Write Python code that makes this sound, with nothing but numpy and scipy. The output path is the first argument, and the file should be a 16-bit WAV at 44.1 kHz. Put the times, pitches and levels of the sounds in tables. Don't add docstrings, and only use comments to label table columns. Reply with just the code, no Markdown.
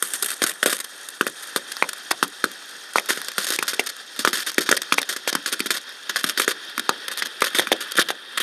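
import sys
import numpy as np
from scipy import signal
from scipy.fft import rfft, irfft, next_fast_len
from scipy.io import wavfile
from scipy.ndimage import uniform_filter1d, map_coordinates

SR = 44100
rng = np.random.default_rng(int(sys.argv[2]) if len(sys.argv) > 2 else 0)


def gain_from_db(level_db):
    decades = np.asarray(level_db, float) / 20
    return 10 ** decades


def to_wav(s):
    ch = np.atleast_2d(s).T
    pcm = np.round(np.clip(ch, -1, 1) * 32767)
    wavfile.write(sys.argv[1], SR, pcm.astype(np.int16))


N = 371322

# [f/Hz, time to fall 60 dB/s]
YARD = [(200, 0.23), (450, 0.25), (900, 0.06), (1800, 0.021), (5000, 0.028)]
YARD_MS, YARD_DB = 15, -19
# [f/Hz, time to fall 60 dB/s]
BOX = [(200, 0.1), (450, 0.11), (800, 0.055), (2500, 0.057), (8000, 0.018)]
# [delay/ms, gain/1]
ECHOES = [
    (.29, -.12),
    (.39, -.19),
    (.59, .28),
    (.68, .07),
    (.98, -.18),
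    (1.41, -.06),
    (2.18, .12),
]
# [t/s, level/dB]
JET = [(0, -44.5), (.2, -38), (.4, -41.5), (.9, -43), (1.3, -41), (1.7, -39.5), (2.3, -42), (2.9, -40.5),
       (3.3, -39), (3.9, -41), (5.3, -40.5), (6.0, -40.5), (6.7, -38.5), (7.3, -38.5), (7.9, -37),
       (8.13, -40.5), (8.22, -41.5), (8.42, -34.5)]
# [t/s, fizz over roar/dB]
MOUTH = [(0, 5.5), (.2, 3.5), (.45, 0), (2.9, -6), (5.3, -7.5), (6.1, -9.5), (7.1, -10), (8.42, -11.5)]
# [f/Hz, level per Hz/dB]
RUMBLE = [(90, -16), (170, -3.5), (350, 1.5), (700, -2), (1300, -76)]
# [f/Hz, level per Hz/dB]
ROAR = [(600, -2.5), (1100, -3.5), (1750, 3), (2200, -4.5), (2700, 2), (2920, -2.5), (3250, 6.5), (3650, 4),
        (3950, 1.5), (4600, -3), (5600, -4.5), (8000, -47)]
# [f/Hz, level per Hz/dB]
FIZZ = [(4500, -19), (5800, 4.5), (6600, 2.5), (7500, 3), (8700, 1), (10500, 0), (12000, -4.5), (14000, -3)]
# [f/Hz, width/Hz, full/dB, half burnt/dB, burnt down/dB]
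TUBE = [(740, 110, 5, 3.5, -1), (3330, 730, -3.5, -0.5, 0.5), (4250, 320, -1, 3.5, -2),
        (5170, 570, -2, 4, -2.5), (6450, 1030, -5.5, 0.5, -6), (8300, 750, 0.5, 1, -1.5),
        (10100, 440, -1, 0.5, 1.5), (13100, 790, -5, 1.5, 0), (14900, 400, -7, -3, -2)]
GRAINS_PER_S, GRAIN_MS, GRAIN_SIZE = 2500, 0.2, 0.6

# [f/Hz, level per Hz/dB]
GUSH = [(500, -126), (1000, -4), (1700, 1), (2500, -2), (3500, 5), (4600, -1.5), (6500, -4), (8000, -14)]
# [f/Hz, level per Hz/dB]
SPRAY = [(4500, -34), (6000, -17), (7500, 3), (8700, -2), (10500, 0.5), (12000, -1.5), (13500, -3)]
SPUTTER_FIZZ_DB, SPUTTER_DULLS = 6.5, 0.55
# [t/s, start level/dB, length/ms]
SPITS = [(0.3038, -13.5, 16), (0.43, -5, 3.5), (1.0873, -15.5, 5.4), (1.9317, -17.5, 8), (2.9972, -11, 3.4),
         (3.2163, -11, 2.2), (3.2839, -14.5, 9.9), (3.5883, -9, 6.1), (3.9005, -19, 6.1),
         (3.1735, -21.5, 9.4), (4.2494, -11.5, 12), (4.5175, -18, 4.3), (4.7264, -16, 9.1),
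         (4.818, -14, 8.1), (4.9415, -9.5, 4.2), (5.0163, -9, 5.4), (5.164, -16, 12.7), (6.4176, -10, 9.3),
         (6.4782, -13.5, 21), (6.7948, -11, 7.9), (6.8925, -3.5, 5.3), (7.174, -10.5, 3.8),
         (7.406, -19, 9.4), (7.4188, -7.5, 13), (7.5858, -4.5, 7), (7.7175, -11.5, 17)]
# [t/s, start level/dB, length/ms]
SNAPS = [(0.0247, -19.5, 110), (0.2848, -16, 20), (0.801, -13.5, 16.4), (1.2109, -12, 13.5),
         (1.561, -9.5, 22.5), (1.89, -11.5, 8.9), (2.2276, -10.5, 24), (3.104, -9.5, 12),
         (3.3812, -7, 11.3), (3.504, -11, 17), (3.6261, -11.5, 11), (3.7948, -10, 16.3), (4.1907, -15, 44),
         (4.2746, -13, 27), (4.6913, -10.5, 14), (4.924, -8.5, 15), (5.4607, -11, 12.4), (5.705, -13, 41),
         (6.242, -10.5, 12.5), (6.2955, -16.5, 29), (6.3749, -12.5, 33), (7.5946, -9.5, 16),
         (7.6706, -21, 17), (8.1036, -17, 17)]
# [t/s, start level/dB, length/ms]
FADES = [(0.1357, -15.5, 31), (0.244, -15.5, 13), (0.6283, -8.5, 13.3), (0.6594, -9.5, 32),
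         (0.696, -15, 45), (2.9824, -28, 8.6), (3.4676, -18, 38), (3.521, -14.5, 16), (3.6797, -18.5, 46),
         (4.259, -22, 12), (4.3303, -17, 54), (4.5813, -11.5, 13.4), (4.607, -21, 39), (5.0906, -16.5, 31),
         (5.125, -20.5, 18), (5.473, -22, 31), (5.5265, -14, 18), (5.6598, -16.5, 16), (6.159, -16.5, 21.7),
         (6.1857, -23, 33), (6.509, -16.5, 15), (7.1143, -21.5, 23), (7.458, -19, 34), (7.5468, -16, 57),
         (7.8059, -23.5, 44), (8.4012, -13.5, 20)]
# [t/s, start level/dB, length/ms]
STEADIES = [(0.4642, -15, 11), (0.4825, -30, 14), (3.535, -21, 29), (3.483, -28, 9.5), (0.224, -10.5, 10.6),
            (0.315, -24.5, 29), (0.5004, -26, 18), (0.8434, -19.5, 5.1), (1.2667, -19, 15),
            (1.424, -30.5, 21), (1.7169, -24, 6.4), (2.9573, -21, 29), (3.0945, -12.5, 8.5),
            (3.1147, -21, 21), (3.89, -27, 12.2), (3.1339, -33, 73), (3.389, -24.5, 67),
            (3.7332, -25.5, 15), (4.378, -26, 56), (4.4643, -22, 39), (4.9844, -18.5, 9.9),
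            (5.2752, -17.5, 27), (5.3513, -14.5, 5.9), (5.741, -23.5, 20), (6.2638, -22, 19),
            (6.426, -24, 25), (6.489, -22, 16), (7.0814, -17, 5.6), (7.1797, -23.5, 22),
            (7.2515, -26.5, 19.4), (7.4417, -17.5, 11), (7.9912, -12.5, 6.6), (7.9946, -16, 32.6)]
# [t/s, start level/dB, length/ms]
SWELLS = [(0.432, -20, 11.3), (0.472, -27.5, 29), (0.726, -20, 10), (0.7367, -31, 25), (2.108, -16, 10.6),
          (3.087, -19.5, 6.7), (3.8614, -25, 13.3), (4.7128, -12, 4.6), (4.7322, -31.5, 20),
          (4.7662, -18.5, 6.2), (4.978, -20, 5.3), (5.6028, -18, 4.1), (5.7615, -30, 20),
          (6.2884, -22, 4.4), (7.91, -31, 10), (7.967, -20, 17), (8.374, -20, 10)]
# [t/s, start level/dB, length/ms]
HISSES = [
    (0.0247, -2, 4.4),
    (0.26, -7.5, 10.5),
    (1.8268, -17.5, 6.9),
    (2.12, -35, 7.8),
    (2.4415, -8, 7.1),
    (4.7163, -15, 5.2),
    (5.5939, -18, 15),
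    (6.3966, -8.5, 19),
    (6.7787, -12, 4.7),
]
# [t/s, start level/dB, length/ms]
PUFFS = [(0.419, -8.5, 11.7), (0.438, -18, 23), (1.7677, -13.5, 2), (4.6609, -24, 35), (5.0296, -12.5, 3.2),
         (5.3286, -7.5, 4.4), (5.52, -18, 7.2), (6.0943, -16.5, 20), (7.2224, -17, 15), (7.6155, -23.5, 43),
         (7.7269, -6, 5.1), (7.9539, -14.5, 5.6), (8.0868, -14, 15)]
# [t/s, peak/dB]
TICKS = [(0.1989, -11), (0.339, -19), (0.767, -2), (0.8944, -17), (4.1626, -14), (4.1785, -22),
         (4.308, -12), (4.5438, -8), (7.504, -12), (7.5327, -16), (7.648, -21), (7.6889, -13),
         (7.7643, -18), (7.8834, -22), (8.0414, -21),
         (5.608, -12), (0.056, -10), (0.073, -13), (0.1044, -10), (0.316, -7), (0.482, -14),
            (0.4955, -9), (0.7454, -14), (0.7824, -9), (0.789, -3), (3.4443, -8), (3.6693, -13),
            (3.679, -9), (3.71, -16), (3.8715, -26), (4.372, -12), (4.4637, -17), (4.617, -9),
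            (4.7741, -3.5), (4.831, -14), (5.525, -2), (5.5444, -14), (5.766, -11), (5.7815, -13),
            (6.164, -12), (6.195, -14), (6.507, -11.5), (7.136, -11), (7.189, -21), (7.27, -11),
            (7.809, -18), (7.92, -1.5)]
# [t/s, peak/dB]
GLINTS = [(0.9627, -18), (1.2979, -12), (1.3764, -29), (1.398, -19), (1.7933, -30), (1.9619, -27),
          (1.9819, -16), (2.1794, -31), (2.2794, -13), (2.4029, -30), (2.5157, -16), (2.693, -15),
          (2.7142, -30), (2.837, -22), (2.935, -11.5), (5.8137, -21), (5.892, -17), (6.6493, -20),
          (6.697, -15), (6.764, -21),
          (.148, -12), (.506, -9), (.515, -10), (.747, -15), (3.449, -17), (3.635, -21), (4.483, -15),
            (4.7, -18), (4.729, -15), (6.2953, -3), (0.086, -9), (0.3671, -13), (0.5372, -15),
            (0.8114, -23), (1.1024, -11), (1.4374, -32), (1.473, -13), (2.4534, -11), (3.017, -24),
            (3.059, -11), (3.1603, -9), (3.2464, -12), (3.2584, -17), (3.2714, -15), (3.317, -7.5),
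            (3.3643, -23), (3.3754, -16), (3.8382, -13), (3.9654, -17), (4.169, -16), (5.8284, -31),
            (6.1124, -29), (6.1325, -33), (6.234, -7), (7.1546, -26), (8.0724, -30), (8.1874, -43)]
# [t/s, peak/dB]
SMOULDERS = [(.641, -21), (0.6597, 2), (.688, -16), (2.992, -15), (3.469, -13), (3.877, -18), (4.386, -20),
             (4.428, -20), (4.754, -17), (5.479, -19), (5.487, -14), (5.543, -16), (5.719, -12),
             (5.745, -16), (5.755, -18), (5.771, -12), (6.168, -8), (6.181, -17), (6.21, -15), (7.204, -16),
             (7.258, -8), (7.469, -8), (7.601, -16), (7.816, -17), (7.825, -22)]
TICK_CREST_DB, TICK_CHANGE_DB = 12, -6.5
TICK_MS, GLINT_MS = 3, 3.3
TICK_FIZZ_DB, GLINT_FIZZ_DB, SMOULDER_FIZZ_DB = 0.5, 6, -11

# [t/s, peak/dB, crack f/Hz, thump f/Hz, thump over crack/dB]
BIG_STARS = [(0.6295, -2, 1610, 550.0, -12.5), (1.2101, -2, 1430.0, 344, -7),
             (1.5615, -5.5, 1270.0, 416, -5.5), (1.8245, -1.5, 2120, 1160, 2),
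             (2.1124, -5.5, 1750, 1030, 0), (2.2278, 1, 1310, 374, -11), (2.4409, -3, 1466, 370.0, -7),
             (2.958, -2.5, 1180, 820, -2.5), (2.9834, -4.0, 2110.0, 1190, -4),
             (3.7944, -7.5, 2230, 664, -2), (4.2496, 1, 1320, 705, -8.5), (4.2744, -1, 1470, 338, -11),
             (4.5821, 0, 1780, 353, -5.5), (4.6908, 0.5, 1530, 312, -12.5), (4.7257, -0.5, 1590, 510, -8.5),
             (4.9229, -2, 1300, 358, -10.5), (4.983, -1.5, 2260.0, 1190, -3.5),
             (6.3992, -5, 1430, 374, -14), (6.8926, 3, 1200, 574, -13), (7.421, -1, 1330, 560.0, -11),
             (7.5951, -5.5, 1870, 795, -1), (7.7176, -5.5, 2050, 630.0, 3),
             (7.9853, -1.5, 1580, 433, -11.0), (8.1041, -9, 1390.0, 750.0, -4)]
# [overtone f/Hz, overtone over crack/dB, ground bounce/ms, length/ms]
BIG_SHAPES = [(3200, -6, 2.06, 1.7), (2770, -8.0, 1.94, 1.8), (3700, -2.5, 1.37, 1.1),
              (3870, -12, 2.04, 1.64), (3800, -8, 2.7, 0.79), (2780, -8, 1.51, 1.3),
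              (4240, -11.5, 1.66, 2.6), (4170.0, -18.5, 2.17, 1.9), (3620, -12.5, 1.56, 1.5),
              (2620, -3.5, 2.5, 2.7), (3190.0, -11, 2.17, 1.4), (3230, -4.5, 2.38, 1.06),
              (3300, -19, 2.2, 0.99), (3540.0, -7.5, 2.35, 0.83), (3200, -11, 2.2, 1.8),
              (2320, -1.5, 1.6, 1.83), (3270.0, -17, 2.46, 1.5), (2300, -5, 2.27, 1.5),
              (4460, -9, 2.34, 1.05), (2040.0, -5.5, 2.38, 1.52), (3300, -3, 2, 1.6),
              (4600.0, -19.0, 2.37, 1.2), (3360.0, -14, 1.6, 1.95), (3100, -3, 2.5, 0.81)]
# [t/s, peak/dB, crack f/Hz, thump over crack/dB]
SMALL_STARS = [(0.025, -19.5, 1410, -3), (0.4191, -9, 1610, -2.5), (0.66, -17.5, 1640, 8),
               (1.2671, -9.5, 1480, -4.5), (3.3811, -10, 1550, -13), (3.5888, -8.5, 2350, -9.5),
               (3.6263, -9.5, 1310, -15), (3.733, -15.5, 1540, -7.5), (4.192, -27.5, 1550, 7),
               (4.331, -12.5, 1590, -9.5), (4.7128, -18, 1700, 8), (5.163, -18, 1730, -8.5),
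               (5.2756, -13.5, 2320, 1), (5.352, -8, 1260, -5), (5.46, -12.5, 1730, -20),
               (5.6035, -10.5, 2280, -8), (5.659, -18.5, 1640, -2), (5.7047, -14.5, 2280, -5.5),
               (6.0958, -15, 1740, -38), (6.1599, -6.5, 1660, -37), (6.2411, -9, 1550, -5.5),
               (6.3759, -11.5, 1750, -23), (6.4788, -3.5, 1620, -6), (6.779, -11.5, 1410, -10),
               (7.222, -11.5, 1780, -35), (7.4422, -9.5, 1740, -15), (7.5486, -9, 2040, -9),
               (7.6714, -10, 1570, -15), (8.087, -28, 1620, -7), (8.3751, -12, 1530, -28)]
SMALL_THUMP_HZ, THUMP_SCATTER = 379, 0.31
# [t/s, peak/dB, crack f/Hz, thump f/Hz, thump over
# crack/dB]
MORE_STARS = [
    (0.4405, -11.5, 1520, 380, -7),
    (0.7279, -14, 1480, 416, -3.5),
    (1.8417, -25, 2200, 900, -5),
    (3.1049, -8, 1620, 387, -8),
    (3.174, -18, 1690, 397, -3),
    (3.504, -18, 1510, 415, -1),
    (3.5213, -14, 1700, 400, -21),
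    (5.3279, -15.5, 1350, 407, -2.5),
    (6.796, -25.5, 1500, 368, 5.5),
    (7.9911, -4.5, 1470, 396, -3),
]

# [f/Hz, gain/dB]
MICROPHONE = [(11000, -0.5), (13000, -2), (14300, -16), (15000, -13), (15450, -32), (16400, -40)]
# [f/Hz, width/Hz, gain/dB]
COLOURING = [(1700, 910, 1), (2640, 230, 0.5), (3570, 160, -1.5), (4210, 430, 1), (5890, 360, 2.5),
             (6400, 280, 1), (7520, 280, -3), (9250, 280, 2.5), (11500, 340, -1.5), (11850, 300, -1),
             (12500, 350, 1),
             (3400, 100, -2), (3900, 130, -3), (6500, 130, 2.5), (8800, 200, 1), (10150, 130, 2),
        (14150, 200, 4), (3650, 130, 1.3), (5200, 160, 1.5), (5650, 200, -1.3), (10500, 150, -2),
        (12450, 220, -2.3), (13650, 220, -2.5), (15200, 500, -5)]


def unit(x):
    return x / np.sqrt(np.mean(x ** 2) + 1e-20)


def along(points, hz):
    f, v = np.transpose(points)
    return np.interp(np.log(hz + 1), np.log(f + 1), v)


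def wobble(rate):
    return map_coordinates(rng.standard_normal(N // 40), [np.arange(N) * rate / SR])


def filtered(x, response):
    m = next_fast_len(N + 8192)
    return irfft(rfft(x, m) * response(np.fft.rfftfreq(m, 1 / SR)), m)[..., :N]


def bumps(rows, hz):
    return gain_from_db(sum(db * np.exp(-((hz - c) / w) ** 2) for c, w, db in rows))


def noise(spectrum, patchy_db):
    z = signal.stft(rng.standard_normal(N), nperseg=128)[2]
    field = uniform_filter1d(rng.standard_normal(z.shape), size=3, axis=0)
    field = uniform_filter1d(field, size=4, axis=1)
    patched = signal.istft(z * gain_from_db(patchy_db * unit(field)), nperseg=128)[1][:N]
    return unit(filtered(patched, lambda hz: gain_from_db(along(spectrum, hz))))


def scattered_tail(x, walls, delay_ms):
    hz, t, z = signal.stft(rng.standard_normal((4, SR // 4)), SR, nperseg=128)
    decay = gain_from_db(-60 * t / along(walls, hz)[:, None])
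    tails = signal.istft(z * decay, SR, nperseg=128)[1]
    tails = tails / np.linalg.norm(tails, axis=1, keepdims=True)
    place = np.arange(N) // (SR // 9) % len(tails) == np.arange(len(tails))[:, None]
    tails = np.pad(tails, ((0, 0), (round(delay_ms * SR / 1000), 0)))
    return signal.oaconvolve(x * place, tails, axes=1).sum(axis=0)[:N]


def echoes(x):
    def response(hz):
        copies = sum(gain * np.exp(-2j * np.pi * hz * ms / 1000) for ms, gain in ECHOES)
        return 1 + copies / np.sqrt(1 + (hz / 11000) ** 4)
    return filtered(x, response)


def jet():
    t = np.arange(N) / SR
    roar_db = np.interp(t, *np.transpose(JET))
    fizz_db = roar_db - 0.3 + np.interp(t, *np.transpose(MOUTH))
    flutter = wobble(27)
    when, odds = rng.random((2, 400))
    sizes = gain_from_db(-5 * np.log(odds + 0.11))
    sparks = np.bincount((when * (N - 1)).astype(int), sizes, N)
    die_away = gain_from_db(-60 * np.arange(SR // 50) / SR / 0.0026)
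    sparks = signal.fftconvolve(sparks, die_away)[:N]
    roar = gain_from_db(roar_db + 1.2 * flutter + 0.7 * wobble(11) + 0.2 * wobble(150)) * noise(ROAR, patchy_db=1.6)
    fizz = gain_from_db(fizz_db + 1.0 * flutter + 1.1 * wobble(60)) * noise(FIZZ, patchy_db=2.5)
    rumble_db = -43.0 + 0.71 * roar_db + 0.28 * flutter + 1.6 * wobble(12.0)
    rumble = gain_from_db(rumble_db) * noise(RUMBLE, patchy_db=6.0)
    return roar * (1 + 0.064 * sparks) + fizz * (1 + 1.6 * sparks) + rumble


def tube(x):
    burnt = 2 * np.arange(N) / N
    out = np.zeros(N)
    for k in range(3):
        rows = [(row[0], row[1], row[2 + k]) for row in TUBE]
        stage = filtered(x, lambda hz: bumps(rows, hz))
        out += np.maximum(1 - np.abs(burnt - k), 0) * stage
    return out


def grit():
    when, odds = rng.random((2, round(GRAINS_PER_S * N / SR)))
    grains = np.bincount((when * (N - 1)).astype(int), -np.log(odds + .01), N)
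    die_away = np.exp(-np.arange(SR // 200) * 1000 / SR / GRAIN_MS)
    return unit(1 + GRAIN_SIZE * signal.fftconvolve(grains, die_away)[:N])


def sputter():
    roar, fizz = np.zeros((2, N + SR))
    sparks = [(s, db - TICK_CREST_DB, TICK_MS) for s, db in TICKS]
    glints = [(s, db - TICK_CREST_DB, GLINT_MS) for s, db in GLINTS]
    dull = [(s, db - TICK_CREST_DB, TICK_MS) for s, db in SMOULDERS]
    # (events, level change over the length dB, extra fizz dB)
    kinds = [(SPITS, -20.5, 1), (SNAPS, -23, -0.11), (FADES, -12.5, 0.091), (STEADIES, -2, -0.16),
             (SWELLS, 5.5, 1), (HISSES, -19, 5.5), (PUFFS, -21.5, -10.5),
             (sparks, TICK_CHANGE_DB, TICK_FIZZ_DB), (glints, TICK_CHANGE_DB, GLINT_FIZZ_DB),
             (dull, TICK_CHANGE_DB, SMOULDER_FIZZ_DB)]
    for rows, change_db, extra_db in kinds:
        for s, db, ms in rows:
            through = np.arange(round(ms * SR / 1000)) / (ms * SR / 1000)
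            level = gain_from_db(db + change_db * through)
            sinking_db = np.interp(s, *np.transpose(MOUTH))
            fizz_db = SPUTTER_FIZZ_DB + SPUTTER_DULLS * sinking_db + extra_db
            share = 1 / (1 + gain_from_db(2 * fizz_db))
            start = round(s * SR)
            roar[start:][:len(level)] += level * np.sqrt(share)
            fizz[start:][:len(level)] += level * np.sqrt(1 - share)
    roar, fizz = uniform_filter1d(np.array([roar[:N], fizz[:N]]), size=24)
    splutter = 1.3 * wobble(300)
    lows = np.abs(uniform_filter1d(roar, size=130)) ** 1.512
    body, spray = noise(GUSH, patchy_db=1.8), noise(SPRAY, patchy_db=1.5)
    push = lows * gain_from_db(-2.0 + 0.81 * wobble(91)) * noise(RUMBLE, patchy_db=2.5)
    hiss = roar * gain_from_db(-0.58 + splutter) * body + fizz * gain_from_db(-5.0 + splutter) * spray
    return hiss, push


def pops():
    out, t = np.zeros(N + SR), np.arange(SR // 20) / SR
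    small = []
    for s, db, hz, low_db in SMALL_STARS:
        thump_hz = SMALL_THUMP_HZ * np.exp(THUMP_SCATTER * rng.normal())
        small.append((s, db, hz, thump_hz, low_db))
    small += MORE_STARS
    scatter = rng.standard_normal((len(small), 2))
    usual = [(star[2] * (2.23 + 1.2 * a), -8, 1.835 * np.exp(0.3 * b), 1.6)
             for star, (a, b) in zip(small, scatter)]
    swell = 1 - np.exp(-t / 0.0001)
    for star, shape in zip(BIG_STARS + small, BIG_SHAPES + usual):
        s, db, crack_hz, thump_hz, thump_db = star
        over_hz, over_db, bounce_ms, ms = shape
        tone = np.sin(2 * np.pi * crack_hz * t) + gain_from_db(over_db) * np.sin(2 * np.pi * over_hz * t)
        crack = np.exp(-(t * 1000 / ms) ** 7.4) * tone
        thump = gain_from_db(thump_db + 7.5 - 60 * t * thump_hz / 3.87) * np.sin(2 * np.pi * thump_hz * t)
        burst = gain_from_db(db - 1.5) * swell * (crack + thump)
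        out[round(s * SR):][:len(t)] -= burst
        out[round((s + bounce_ms / 1000) * SR):][:len(t)] -= 0.22 * burst
    return out[:N]


def scene():
    hiss, push = sputter()
    stars = pops()
    gushes = hiss * grit() + push
    near = scattered_tail(gain_from_db(-13.5) * gushes + gain_from_db(-17.0) * stars, BOX, delay_ms=2.8)
    fountain = echoes(tube(jet() + gushes))
    far = gain_from_db(YARD_DB) * scattered_tail(stars + push, YARD, YARD_MS)
    return (fountain + stars + near + far)[None]


def roll_off(x):
    return signal.sosfilt(signal.butter(12, 16450, fs=SR, output="sos"), x)


def record(dry):
    bass_cut = signal.butter(2, 190, "high", fs=SR, output="sos")
    thin = signal.sosfilt(bass_cut, signal.sosfilt(bass_cut, dry))
    soft = thin / (1 + np.abs(thin / .96) ** 5) ** (1 / 5)
    self_noise = gain_from_db(-88) * noise([(20, -3), (130, 1), (300, -30)], patchy_db=3)
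    last_cut = signal.butter(2, 125, "high", fs=SR, output="sos")
    heard = signal.sosfilt(last_cut, soft) + self_noise
    coloured = filtered(heard, lambda f: gain_from_db(along(MICROPHONE, f)) * bumps(COLOURING, f))
    hz, _, z = signal.stft(coloured, SR, nperseg=1024)
    strength = uniform_filter1d(np.abs(z), size=25, axis=1)
    threshold = gain_from_db(along([(14300, -94), (14500, -89), (15400, -86)], hz))[:, None]
    kept = (hz[:, None] < 13650) | (strength > threshold)
    mix = signal.istft(z * kept, SR, nperseg=1024)[1][:, :N]
    return roll_off(mix)


dry = scene()
out = record(dry)
to_wav(out)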